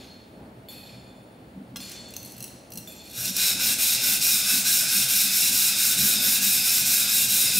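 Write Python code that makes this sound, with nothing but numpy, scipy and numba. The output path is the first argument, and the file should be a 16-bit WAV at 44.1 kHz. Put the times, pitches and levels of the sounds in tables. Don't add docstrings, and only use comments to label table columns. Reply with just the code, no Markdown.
import sys
import numpy as np
from scipy import signal
from scipy.fft import rfft, irfft
from scipy.io import wavfile
from scipy.ndimage import uniform_filter1d
from numba import njit

SR = 44100
rng = np.random.default_rng(int(sys.argv[2]) if len(sys.argv) > 2 else 0)


def boost(x):
    u = np.asarray(x, float) / 20
    return 10 ** u


def bounce(signal):
    frames = np.transpose(np.atleast_2d(signal))
    limited = np.clip(frames, -1, 1)
    pcm = np.round(limited * 32767).astype(np.int16)
    wavfile.write(sys.argv[1], SR, pcm)


N = 334719

LOOSE_HZ = [1150, 2735, 3300, 4150, 5620, 5820, 6360, 7820, 10300, 10950, 11800, 13000]
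# [level/dB, time to fall 60 dB/s]
LOOSE_RING = [(-32, 0.11), (-2.5, 0.069), (-36, 0.033), (-0.5, 0.057), (-13, 0.12), (-1.5, 0.049),
              (-9, 0.03), (-10, 0.05), (-19, 0.035), (-11, .03), (-21, .04), (-9.5, .04)]
# [t/s, dip/dB, slowing/s]
TURNS = [(3.326, -7, 0.019), (3.56, -10, 0.028), (3.771, -9, 0.021), (3.991, -7, 0.028), (4.2, -7.5, 0.025),
         (4.433, -4.5, 0.048), (4.638, -6, 0.03), (4.869, -4.5, 0.043), (5.074, -4.5, 0.032),
         (5.297, -4, 0.031), (5.512, -3, 0.018), (5.741, -5.5, 0.026), (5.963, -4, 0.023),
         (6.186, -5.5, 0.035), (6.404, -5, 0.021), (6.631, -3.5, 0.051), (6.842, -4, 0.019),
         (7.07, -4.5, 0.041), (7.28, -4, 0.027), (7.518, -4, 0.062)]


def rms_one(x):
    return x / np.sqrt(np.mean(x ** 2) + 1e-20)


def in_time(rows, before=None):
    s, *columns = np.transpose(rows)
    return [np.interp(np.arange(N) / SR, s, c, before) for c in columns]


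def coloured(x, points):
    hz, db = np.transpose(points)
    grid = np.arange(len(x) // 2 + 1) * SR / len(x) + 1
    gain = boost(np.interp(np.log(grid), np.log(hz), db))
    return rms_one(irfft(rfft(x) * gain, len(x)))


def drift(rate):
    r = np.exp(-80 * np.pi * rate / SR)
    slow = signal.lfilter([1], [1, -2 * r, r * r], rng.standard_normal(N // 40 + 2002))[2000:]
    return np.interp(np.arange(N) / 40, np.arange(len(slow)), rms_one(slow))


def above(x, hz):
    return signal.sosfilt(signal.butter(2, hz, "high", fs=SR, output="sos"), x)


def between(x, low_hz, high_hz):
    return signal.sosfilt(signal.butter(2, [low_hz, high_hz], "band", fs=SR, output="sos"), x)


def narrow(x, hz, width):
    return signal.lfilter(*signal.iirpeak(hz, hz / width, fs=SR), x)


def split(x, hz):
    grid = np.arange(len(x) // 2 + 1) * SR / len(x)
    share = 1 / (1 + (grid / hz) ** 6)
    spectrum = rfft(x)
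    return rms_one(irfft(spectrum * share, len(x))), rms_one(irfft(spectrum * (1 - share), len(x)))


@njit
def swaying(x, cosine, r):
    y = np.zeros(len(x))
    for i in range(2, len(x)):
        y[i] = (1 - r * r) / 2 * (x[i] - x[i - 2]) + 2 * r * cosine[i] * y[i - 1] - r * r * y[i - 2]
    return y


def resonances(x, peaks, sway, bends=None, place=0, patchy_db=0, feed_db=None):
    out = 0
    for k, (hz, width, db) in enumerate(peaks):
        bend = bends[k] * place if bends else 0
        centre = hz * (1 + sway * drift(7.4) + bend)
        gain = (-1) ** k * boost(db + patchy_db * drift(6.7) if patchy_db else db)
        if feed_db:
            gain = gain * boost(feed_db[k])
        out = out + gain * swaying(x, np.cos(2 * np.pi * centre / SR), np.exp(-np.pi * width / SR))
    return out


def ring(clicks, hz, t60):
    r, w = boost(-60 / (t60 * SR)), 2 * np.pi * hz / SR
    return signal.lfilter([0, np.sin(w)], [1, -2 * r * np.cos(w), r * r], clicks)


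def burst(s, db, t60):
    t = np.arange(N) / SR - s
    return boost(db - 60 * np.clip(t, 0, 9) / t60) * (t >= 0)


def hum():
    # [f/Hz, level per Hz/dB]
    air_colour = [(29, -59), (50, -6.5), (203, -4), (240, 0), (271, -5), (362, -7), (495, -9), (545, -8),
                  (880, -14), (990, -20), (1330, -23), (3850, -34), (4450, -35.5), (6090, -43),
                  (9870, -41.5), (16000, -44)]
    # [f/Hz, level per Hz/dB]
    side_colour = [(35, -45), (60, -15.5), (417, -4), (732, -5.5), (842, 0.5), (1310, -9.5), (1740, -10.5),
                   (3500, -20.5), (4030, -22), (4420, -25), (5590, -31), (13000, -38), (16000, -75)]
    # [f/Hz, width/Hz, level/dB]
    standing_waves = [(76.5, 5.5, -2.5), (123.2, 4.4, -3), (202, 8.3, -9), (305, 10, -1), (364, 8.4, -6.5),
                      (531, 10, -1.5), (639, 15, -2), (855, 19, -9)]
    # [t/s, level/dB]
    murmur = [(0.0, -49.5), (0.27, -53.5), (0.44, -46), (0.55, -50.5), (1.85, -51), (2.07, -49.5),
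              (3.08, -51.5), (3.66, -46.5), (3.93, -51), (4.08, -46), (4.18, -51), (5.07, -50),
              (5.24, -56.5), (5.56, -48), (5.58, -54.5), (6.24, -46), (6.49, -51.5), (7.59, -48.5)]
    # [f/Hz, level/dB]
    whines = [(9566, -79), (15628, -87)]
    mid = coloured(rng.standard_normal(N), air_colour)
    waves = resonances(rng.standard_normal(N), standing_waves, sway=0.006, patchy_db=2.0)
    mid = mid + boost(-9) * rms_one(waves)
    low = mid - above(mid, 1400)
    mid = mid + low * (boost(in_time(murmur)[0] + 47.5) - 1)
    side = boost(-57.0) * coloured(rng.standard_normal(N), side_colour)
    t = np.arange(N) / SR
    whine = sum(boost(db + 6.0 + 3.8 * drift(16.0)) * np.sin(2 * np.pi * hz * t) for hz, db in whines)
    mains_hz, mains_db = 49.0, -90
    whine += boost(mains_db + 1.6 * drift(1.2)) * np.sin(2 * np.pi * mains_hz * t)
    return boost(-45.5) * mid + whine + side * np.array([[1], [-1]])


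def clanks():
    # [t/s, level/dB]
    knocks = [
        (0.001, -41),
        (0.686, -34),
        (1.803, -21),
        (2.874, -27.5),
    ]
    metal_hz = [2528, 3503, 4368, 4965, 5090, 6455, 7020, 7542, 8086, 9071, 9990, 10440, 10860, 11480,
                12530, 12715, 14790, 15630, 2425, 3428, 4300]
    # [time to fall 60 dB/s, then level in each of the four knocks/dB]
    metal_modes = [(1.4, -13, -18, -31, -17), (1.36, -3, 3, -15, -4.5), (2.2, -4.5, -1.5, -14, -16),
                   (0.84, -23, -26, -18, -30), (0.46, -25, -28, -22, -24), (0.89, -10, -23, -33, -35),
                   (1.8, -14, -11, -18, -15), (1.6, -24, -14, -17.5, -11), (1.1, -35, -13, -30, -25),
                   (1.5, -32, -20, -19, -18), (0.97, -32, -17, -25, -28), (0.93, -32, -11, -20, -22),
                   (0.91, -32, -11, -26, -28), (0.67, -34, -18, -20, -15), (0.73, -36, -8, -24, -19),
                   (0.66, -36, -2, -18, -7), (.3, -36, -10, -18, -26), (.2, -36, -11, -28, -12),
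                   (0.93, -11, -18, -26, -22), (0.97, -18, -24, -24, -21), (0.5, -20, -21, -24, -24)]
    # [t/s, f/Hz, level/dB]
    rocks = [(.075, 4323, -34), (.74, 2528, -42), (0.891, 2425, -42), (.9, 5090, -47), (1.01, 3503, -60),
             (1.88, 3503, -39), (1.94, 3503, -46), (1.955, 4368, -33), (2.06, 4350, -46), (2.93, 2528, -45),
             (3.0, 2528, -46), (2.9, 4420, -38), (2.965, 4320, -35), (3.005, 4350, -39), (3.005, 3503, -34),
             (3.045, 2410, -45.5), (3.054, 4340, -39)]
    # [f/Hz, level per Hz/dB]
    jangle_colour = [(1200, -18), (2500, -9.5), (4400, -3.5), (7000, -5), (11000, 14), (15500, 10)]
    # [t/s, level/dB, time to fall 60 dB/s, treble/dB]
    jangles = [
        (0.001, -37.5, 0.87, -2),
        (0.686, -37, 0.98, 7),
        (0.84, -44.5, 0.91, -16),
        (1.803, -42, .5, 8),
        (2.874, -50, .9, 5),
    ]
    s, db = np.transpose(knocks)
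    at, out = (s * SR).astype(int), 0
    smear = 1 - sum(burst(start, -3.0, 0.15) for start in s)
    for hz, (t60, *mode_db) in zip(metal_hz, metal_modes):
        clicks = np.full(N, 1e-18)
        clicks[at] = boost(db + mode_db)
        for rock_s, rock_hz, rock_db in rocks:
            clicks[int(rock_s * SR)] += boost(rock_db) * (abs(rock_hz / hz - 1) < 0.01)
        stands_alone = 3000 < hz < 6000
        flutter, echo_loss = (0.4, 0.45) if stands_alone else (0.9, 0.7)
        wobble = flutter * drift(25.0 + hz / 150.0) - echo_loss
        out = out + ring(clicks, hz, t60) * (1 + wobble * smear)
    out = out * (1 + sum(burst(start, 0.34, 0.5) for start in s))
    low, high = split(coloured(rng.standard_normal(N), jangle_colour), 4900)
    swell = int(0.026 * SR)
    for start, level_db, t60, treble_db in jangles:
        envelope = uniform_filter1d(burst(start, level_db, t60), swell, origin=int(0.026 * SR - 1) // 2)
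        out = out + envelope * (low + boost(treble_db - 12.0) * high)
    return out


def ticks():
    # [t/s, level/dB, brightness/dB, strongest f/Hz]
    touches = [(0.0444, -52, -7, 4360), (1.76, -30.5, -9, 4150), (1.768, -37, 1, 3300),
               (1.895, -43, 4, 4380), (1.916, -38, 5, 4150), (2.0853, -53, 8, 7820), (2.106, -46, 8, 10950),
               (2.138, -40, 1.5, 2735), (2.165, -33, 2, 6300), (2.2293, -42, 9, 11800),
               (2.248, -40, 7, 11000), (2.2594, -42, 9, 11800), (2.2746, -44, 12, 11000),
               (2.2995, -47, 8, 11000), (2.31, -48, 12, 10500), (2.32, -44, 3, 9480),
               (2.366, -50, 12, 11800), (2.38, -43, 12, 11800), (2.3964, -49, 3, 6240),
               (2.4048, -36, 5, 5620), (2.4256, -35.5, 3, 10300), (2.4411, -35, 0.5, 10300),
               (2.4786, -44, 7, 4130), (2.7036, -50, 8, 11800), (2.72, -39, 2.5, 5900),
               (2.735, -39, 7, 11800), (2.756, -40.5, 4, 10950), (2.7739, -31, 6, 5820),
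               (2.783, -42, 6, 4150), (3.0537, -52, 3, 11000), (3.072, -54, 9, 11000),
               (3.0983, -47, 10, 13000), (3.1124, -43, 8, 11800), (3.133, -45, 8, 11800),
               (3.153, -42, 10, 11800), (3.255, -27.5, -1, 4150), (3.366, -21, 6, 5900)]
    white, out = rng.standard_normal(N), np.zeros(N)
    peaks = [(hz, 250.0, db) for hz, (db, t60) in zip(LOOSE_HZ, LOOSE_RING)]
    steel = resonances(white, peaks, sway=0.002)
    low, high = split(above(white, 1800) + 7.0 * steel, 7500)
    strengths = np.zeros((len(LOOSE_HZ), N)) + 1e-18
    scatter = rng.standard_normal((len(touches), len(LOOSE_HZ)))
    t = np.arange(SR // 10) / SR
    crack_t60_s, rise_s = 0.027, 0.00016
    crack = boost(-60 * t / crack_t60_s) * np.minimum(t / rise_s, 1)
    loose_hz = np.array(LOOSE_HZ)
    for (s, db, bright_db, hz), chance in zip(touches, scatter):
        at, low_db, high_db = int(s * SR), db - max(bright_db, 0), db + min(bright_db, 0)
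        span = slice(at, at + len(crack))
        hz = min(LOOSE_HZ, key=lambda mode: abs(mode - hz))
        own = rms_one(narrow(white[span], hz, 120.0))
        colour = boost(low_db + 1.0) * low[span] + boost(high_db + 8.0) * high[span] + boost(db + 4.5) * own
        out[span] += crack * colour
        out[at:at + 3] += boost(db - -2) * np.array([1, -2, 1])
        mode_db = np.where(loose_hz < 7000, low_db, high_db)
        strengths[:, at] = boost(mode_db + 2.1 * chance + 4.3 * (loose_hz == hz))
    for clicks, hz, (db, t60) in zip(strengths, LOOSE_HZ, LOOSE_RING):
        out = out + boost(db - 2) * ring(clicks, hz, t60)
    return out


def leaning(jolts, rise, fall, rest_db):
    t = np.arange(0, N, 64) / SR
    level_db = rest_db + 10 * (t > TURNS[0][0])
    for s, db in jolts:
        level_db = np.maximum(level_db, db - np.abs(t - s) * np.where(t < s, rise, fall))
    return np.interp(np.arange(N) / SR, t, level_db)


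def desk():
    # [f/Hz, width/Hz, level/dB]
    top_modes = [(191.2, 9.5, 10.5), (262, 28.6, 1)]
    # [f/Hz, width/Hz, level/dB]
    frame_modes = [(124, 14.5, 0)]
    # [t/s, level/dB]
    top_jolts = [(.42, -46), (.74, -50), (1.12, -60), (1.58, -36.5), (1.75, -38.5), (2.16, -53),
                 (2.41, -43), (2.76, -41.5), (2.96, -50), (3.3, -38.5), (3.57, -40), (3.7, -36), (3.8, -46),
                 (3.93, -39.5), (4.1, -43), (4.2, -42.5), (4.54, -35.5), (4.84, -47), (4.97, -38),
                 (5.24, -39), (5.52, -39.5), (5.9, -40), (6.02, -35.5), (6.17, -35.5), (6.28, -38),
                 (6.41, -35.5), (6.58, -39.5), (6.83, -39.5), (7.12, -47), (7.33, -52), (7.59, -34)]
    # [t/s, level/dB]
    frame_jolts = [(.38, -54), (.59, -50), (.97, -44.5), (1.69, -49), (2.01, -47.5), (2.22, -53),
                   (2.41, -50), (2.79, -46), (3.23, -39), (3.67, -46), (4.03, -50), (4.2, -49), (4.84, -40),
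                   (5.05, -42), (5.52, -44), (6.02, -34.5), (6.38, -45.5), (6.83, -42), (7.02, -56),
                   (7.29, -43), (7.49, -41)]
    leaned_on = np.clip((np.arange(N) / SR - TURNS[0][0]) / 1.1, 0, 1)
    top = resonances(rng.standard_normal(N), top_modes, sway=0.0063, bends=[0.028, 0], place=leaned_on)
    frame = resonances(rng.standard_normal(N), frame_modes, sway=0.0045, bends=[0.045], place=leaned_on)
    top_db = leaning(top_jolts, rise=270, fall=107, rest_db=-57.5) - 1.0
    frame_db = leaning(frame_jolts, rise=180, fall=160, rest_db=-63)
    return boost(top_db) * rms_one(top) + boost(frame_db) * rms_one(frame)


def grit(per_s, spread):
    sizes = boost(spread * np.minimum(rng.exponential(1, N), 4)) * rng.choice([-1, 1], N)
    return rms_one(sizes * (rng.random(N) < per_s / SR))


def shuffle():
    # [t/s, level/dB, brightness/dB]
    slide = [
        (1.7, -85, 20),
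        (1.808, -35, -25),
        (1.93, -32.5, -21),
        (2.03, -41.5, -6),
        (2.334, -43, 11),
        (2.534, -46, 9),
        (2.68, -54, 10),
        (2.772, -62, 4),
        (2.904, -43, -3),
        (3.1, -43.5, 0),
    ]
    low_db, bright_db = in_time(slide + [(3.2, -90, 0)], before=-120)
    grains = grit(per_s=4500.0, spread=2.3)
    peaks = [(hz, 1.2 / t60 + 30, db) for hz, (db, t60) in zip(LOOSE_HZ, LOOSE_RING)]
    loose = resonances(grains, peaks, sway=0.0033)
    low = rms_one(between(grains + 2.0 * loose, 1800, 7000))
    high = rms_one(above(grains + 5.0 * loose, 11000))
    return boost(low_db - 10.0) * low + boost(low_db + bright_db - 25.0) * high


def landing():
    # [f/Hz, level/dB, time to fall 60 dB/s]
    stone = [(1150, -41, 0.08), (1410, -41, 0.07), (1630, -41, 0.08), (2060, -42, 0.1), (3310, -32, 0.065),
             (5200, -33, 0.076)]
    click = np.full(N, 1e-18)
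    click[int(1.759 * SR)] = 1
    return sum(boost(db) * ring(click, hz, t60) for hz, db, t60 in stone)


def pressed_blade(place, pulling):
    pressed_hz = [1490, 2340, 2460, 2570, 2735, 3830, 4070, 5100, 5520, 7620, 9000, 9550, 10250, 10600,
                  12850, 13180, 15100, 3620, 1630, 6500, 8250, 11500, 12450, 1468, 5410, 3800, 12930, 10480,
                  5040]
    # [width/Hz, level/dB]
    pressed = [(170, -4.5), (59.6, -8), (60, -1.5), (71, -2.5), (40, -2), (150, -3), (59, -3), (148.15, -4),
               (186, -1), (80, 0.5), (380, 2), (120, -8), (90, -6), (85, -8), (297, -3.5), (330, 5.5),
               (500, 0), (129, -5), (89.5, -14.5), (150, -15), (150, -15), (100, -10), (150, -13),
               (24.8, -1), (45, -2.5), (40, -6.5), (60, 1), (40, -4), (40, -3.5)]
    pressed_bend = [0.0045, 0.0044, 0.0041, 0.0027, 0.0013, 0.042, 0.0025, 0.036, 0.027, 0.0018, 0.03,
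                    0.0072, 0.0036, 0.0037, 0.013, 0.0081, .004, 0.0048, 0.0055, .01, .01, .005, .01,
                    0.0016, 0.0034, 0.0024, .002, .002, .003]
    # [gain towards the far end/dB, gain on the stroke back/dB]
    pressed_feed = [(-2, 0), (-2.5, 0), (2, 1), (-4, 0), (1.5, 0.5), (-3.5, 1.5), (-1, 2.5), (-7, 3),
                    (3, 3), (4, -1.5), (0, -1), (1, 11), (-18, -5), (4, -10), (2, -1), (-3.5, -3),
                    (-0.5, -1.5), (4, -1), (7, 1.5), (3, 8), (-14, -1.5), (3, -1), (3, 3), (-4.5, -1.5),
                    (-3, -5.5), (9, 2.5), (.1, 7), (.1, 0), (1, 2)]
    peaks = [(hz, *mode) for hz, mode in zip(pressed_hz, pressed)]
    feed_db = [far_db * place + back_db * (2 * pulling - 1) for far_db, back_db in pressed_feed]
    grains = grit(per_s=14000.0, spread=2.65)
    return rms_one(resonances(grains, peaks, sway=0.0034, bends=pressed_bend, place=place,
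                              patchy_db=2.0, feed_db=feed_db))


def rasp():
    # [t/s, scratch level/dB, brightness/dB]
    weight = [
        (3.04, -56, -2),
        (3.12, -48.5, -3),
        (3.18, -35.5, 3),
        (3.3, -28, 0),
        (3.38, -20.5, -1.5),
        (3.47, -22, -0.5),
        (4.3, -23, 2.5),
        (7.59, -24, 4.5),
    ]
    # [f/Hz, level per Hz/dB]
    grit_colour = [(250, -23), (400, -43), (750, -16), (1000, -23.5), (1800, -15), (2200, -8.5),
                   (3250, -10.5), (4600, -3), (6100, 1), (9000, 1.5), (11900, 3), (12900, 4.5),
                   (13900, -1.5), (15800, -4)]
    speeding_up_s = [0.012, 0.031]
    dull_share = [0.62, 0.21]
    top_share = [1.75, 1.45]
    # [f/Hz, width/Hz, share lost]
    dead_spots = [(1785, 200, 0.68), (6060, 260, 0.38)]
    low_db, bright_db = in_time(weight, before=-120)
    t, turns = np.arange(N) / SR, np.array(TURNS)[:, 0]
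    pulling = np.interp(t, (turns[1:] + turns[:-1]) / 2, np.arange(len(turns) - 1) % 2 == 0)
    low_db = low_db - 0.94 * pulling
    high_db = low_db + bright_db + 3 * pulling
    coarse, low_dip_db, high_dip_db, top_dip_db = t[::32], 0, 0, 0
    for k, (s, dip_db, slowing) in enumerate(TURNS):
        speeding = speeding_up_s[k % 2] if k else 0.041
        halt = 2.1 * np.exp(-(np.abs(coarse - s) / np.where(coarse < s, slowing, speeding)) ** 1.33)
        share = dull_share[k % 2] + 0.75 * np.exp(-(s - turns[0]) / 0.71)
        low_dip_db = low_dip_db + share * dip_db * halt
        high_dip_db = high_dip_db + dip_db * halt
        top_dip_db = top_dip_db + (top_share[k % 2] - 1) * dip_db * halt
    low_db = low_db + np.interp(t, coarse, low_dip_db)
    high_db = high_db + np.interp(t, coarse, high_dip_db)
    scratch = coloured(grit(per_s=14000.0, spread=3.9), grit_colour)
    place = np.interp(t, turns, (-1) ** np.arange(len(TURNS)))
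    modes = pressed_blade(place, pulling)
    blade = scratch + 0.72 * above(above(modes, 1140), 1140)
    for hz, width, lost in dead_spots:
        blade = blade - lost * narrow(blade, hz, width)
    low, high = split(blade, 5740)
    top = signal.sosfiltfilt(signal.butter(2, 11500, "high", fs=SR, output="sos"), high)
    high = high + top * (boost(np.interp(t, coarse, top_dip_db)) - 1)
    unsteady = boost(0.35 * drift(40.0))
    return unsteady * (boost(low_db) * low + boost(high_db) * high)


def room(x, hop=8192):
    # [f/Hz, time to fall 60 dB/s, level/dB, left-right difference/dB]
    tail_table = [(500, 1, 1.5, -15.5), (4020, 1, 1, -8.5), (9000, 0.71, 2, -10), (14000, 0.27, 1, -12)]
    t, edges, bands, decays = np.arange(30000) / SR, np.geomspace(200, 17000, 9), [], []
    hz, *columns = np.transpose(tail_table)
    for low, high in zip(edges, edges[1:]):
        t60, db, side_db = [np.interp(np.sqrt(low * high), hz, c) for c in columns]
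        noise = between(rng.standard_normal((2, 2 * len(t))), low, high)
        bands.append(noise * boost([[db], [db + side_db]]))
        decays.append(boost(-60 * t / t60) * np.minimum(t / 0.0023, 1) / np.sqrt(t60 * SR / 14))
    padded, out = np.pad(x, (hop, 2 * hop)), np.zeros((2, N + 3 * hop + len(t)))
    fade = np.sqrt(np.hanning(2 * hop))
    for i in range(0, N + hop, hop):
        starts = rng.integers(0, len(t), 8)
        tail = sum(band[:, k:k + len(t)] * decay for band, decay, k in zip(bands, decays, starts))
        wet = signal.fftconvolve(padded[None, i:i + 2 * hop] * fade, tail, axes=1)
        out[:, i:i + wet.shape[1]] += wet
    mid, side = out[:, hop:hop + N]
    return mid + side * np.array([[1], [-1]])


def scene():
    rubbing, touches = rasp() + shuffle(), ticks() + landing()
    far = boost(-13.5) * clanks()
    near = boost(-3.5) * (rubbing + touches)
    echoes = room(boost(-9.0) * rubbing + boost(-8.5) * touches + boost(-6) * far)
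    return near + far + echoes + desk() + hum()


def top_cut(x):
    return signal.sosfilt(signal.butter(12, 16930, fs=SR, output="sos"), x)


def record(dry):
    cut = signal.sosfilt(signal.ellip(12, 0.5, 70, 15730, fs=SR, output="sos"), dry)
    return top_cut(cut)


dry = scene()
out = record(dry)
bounce(out)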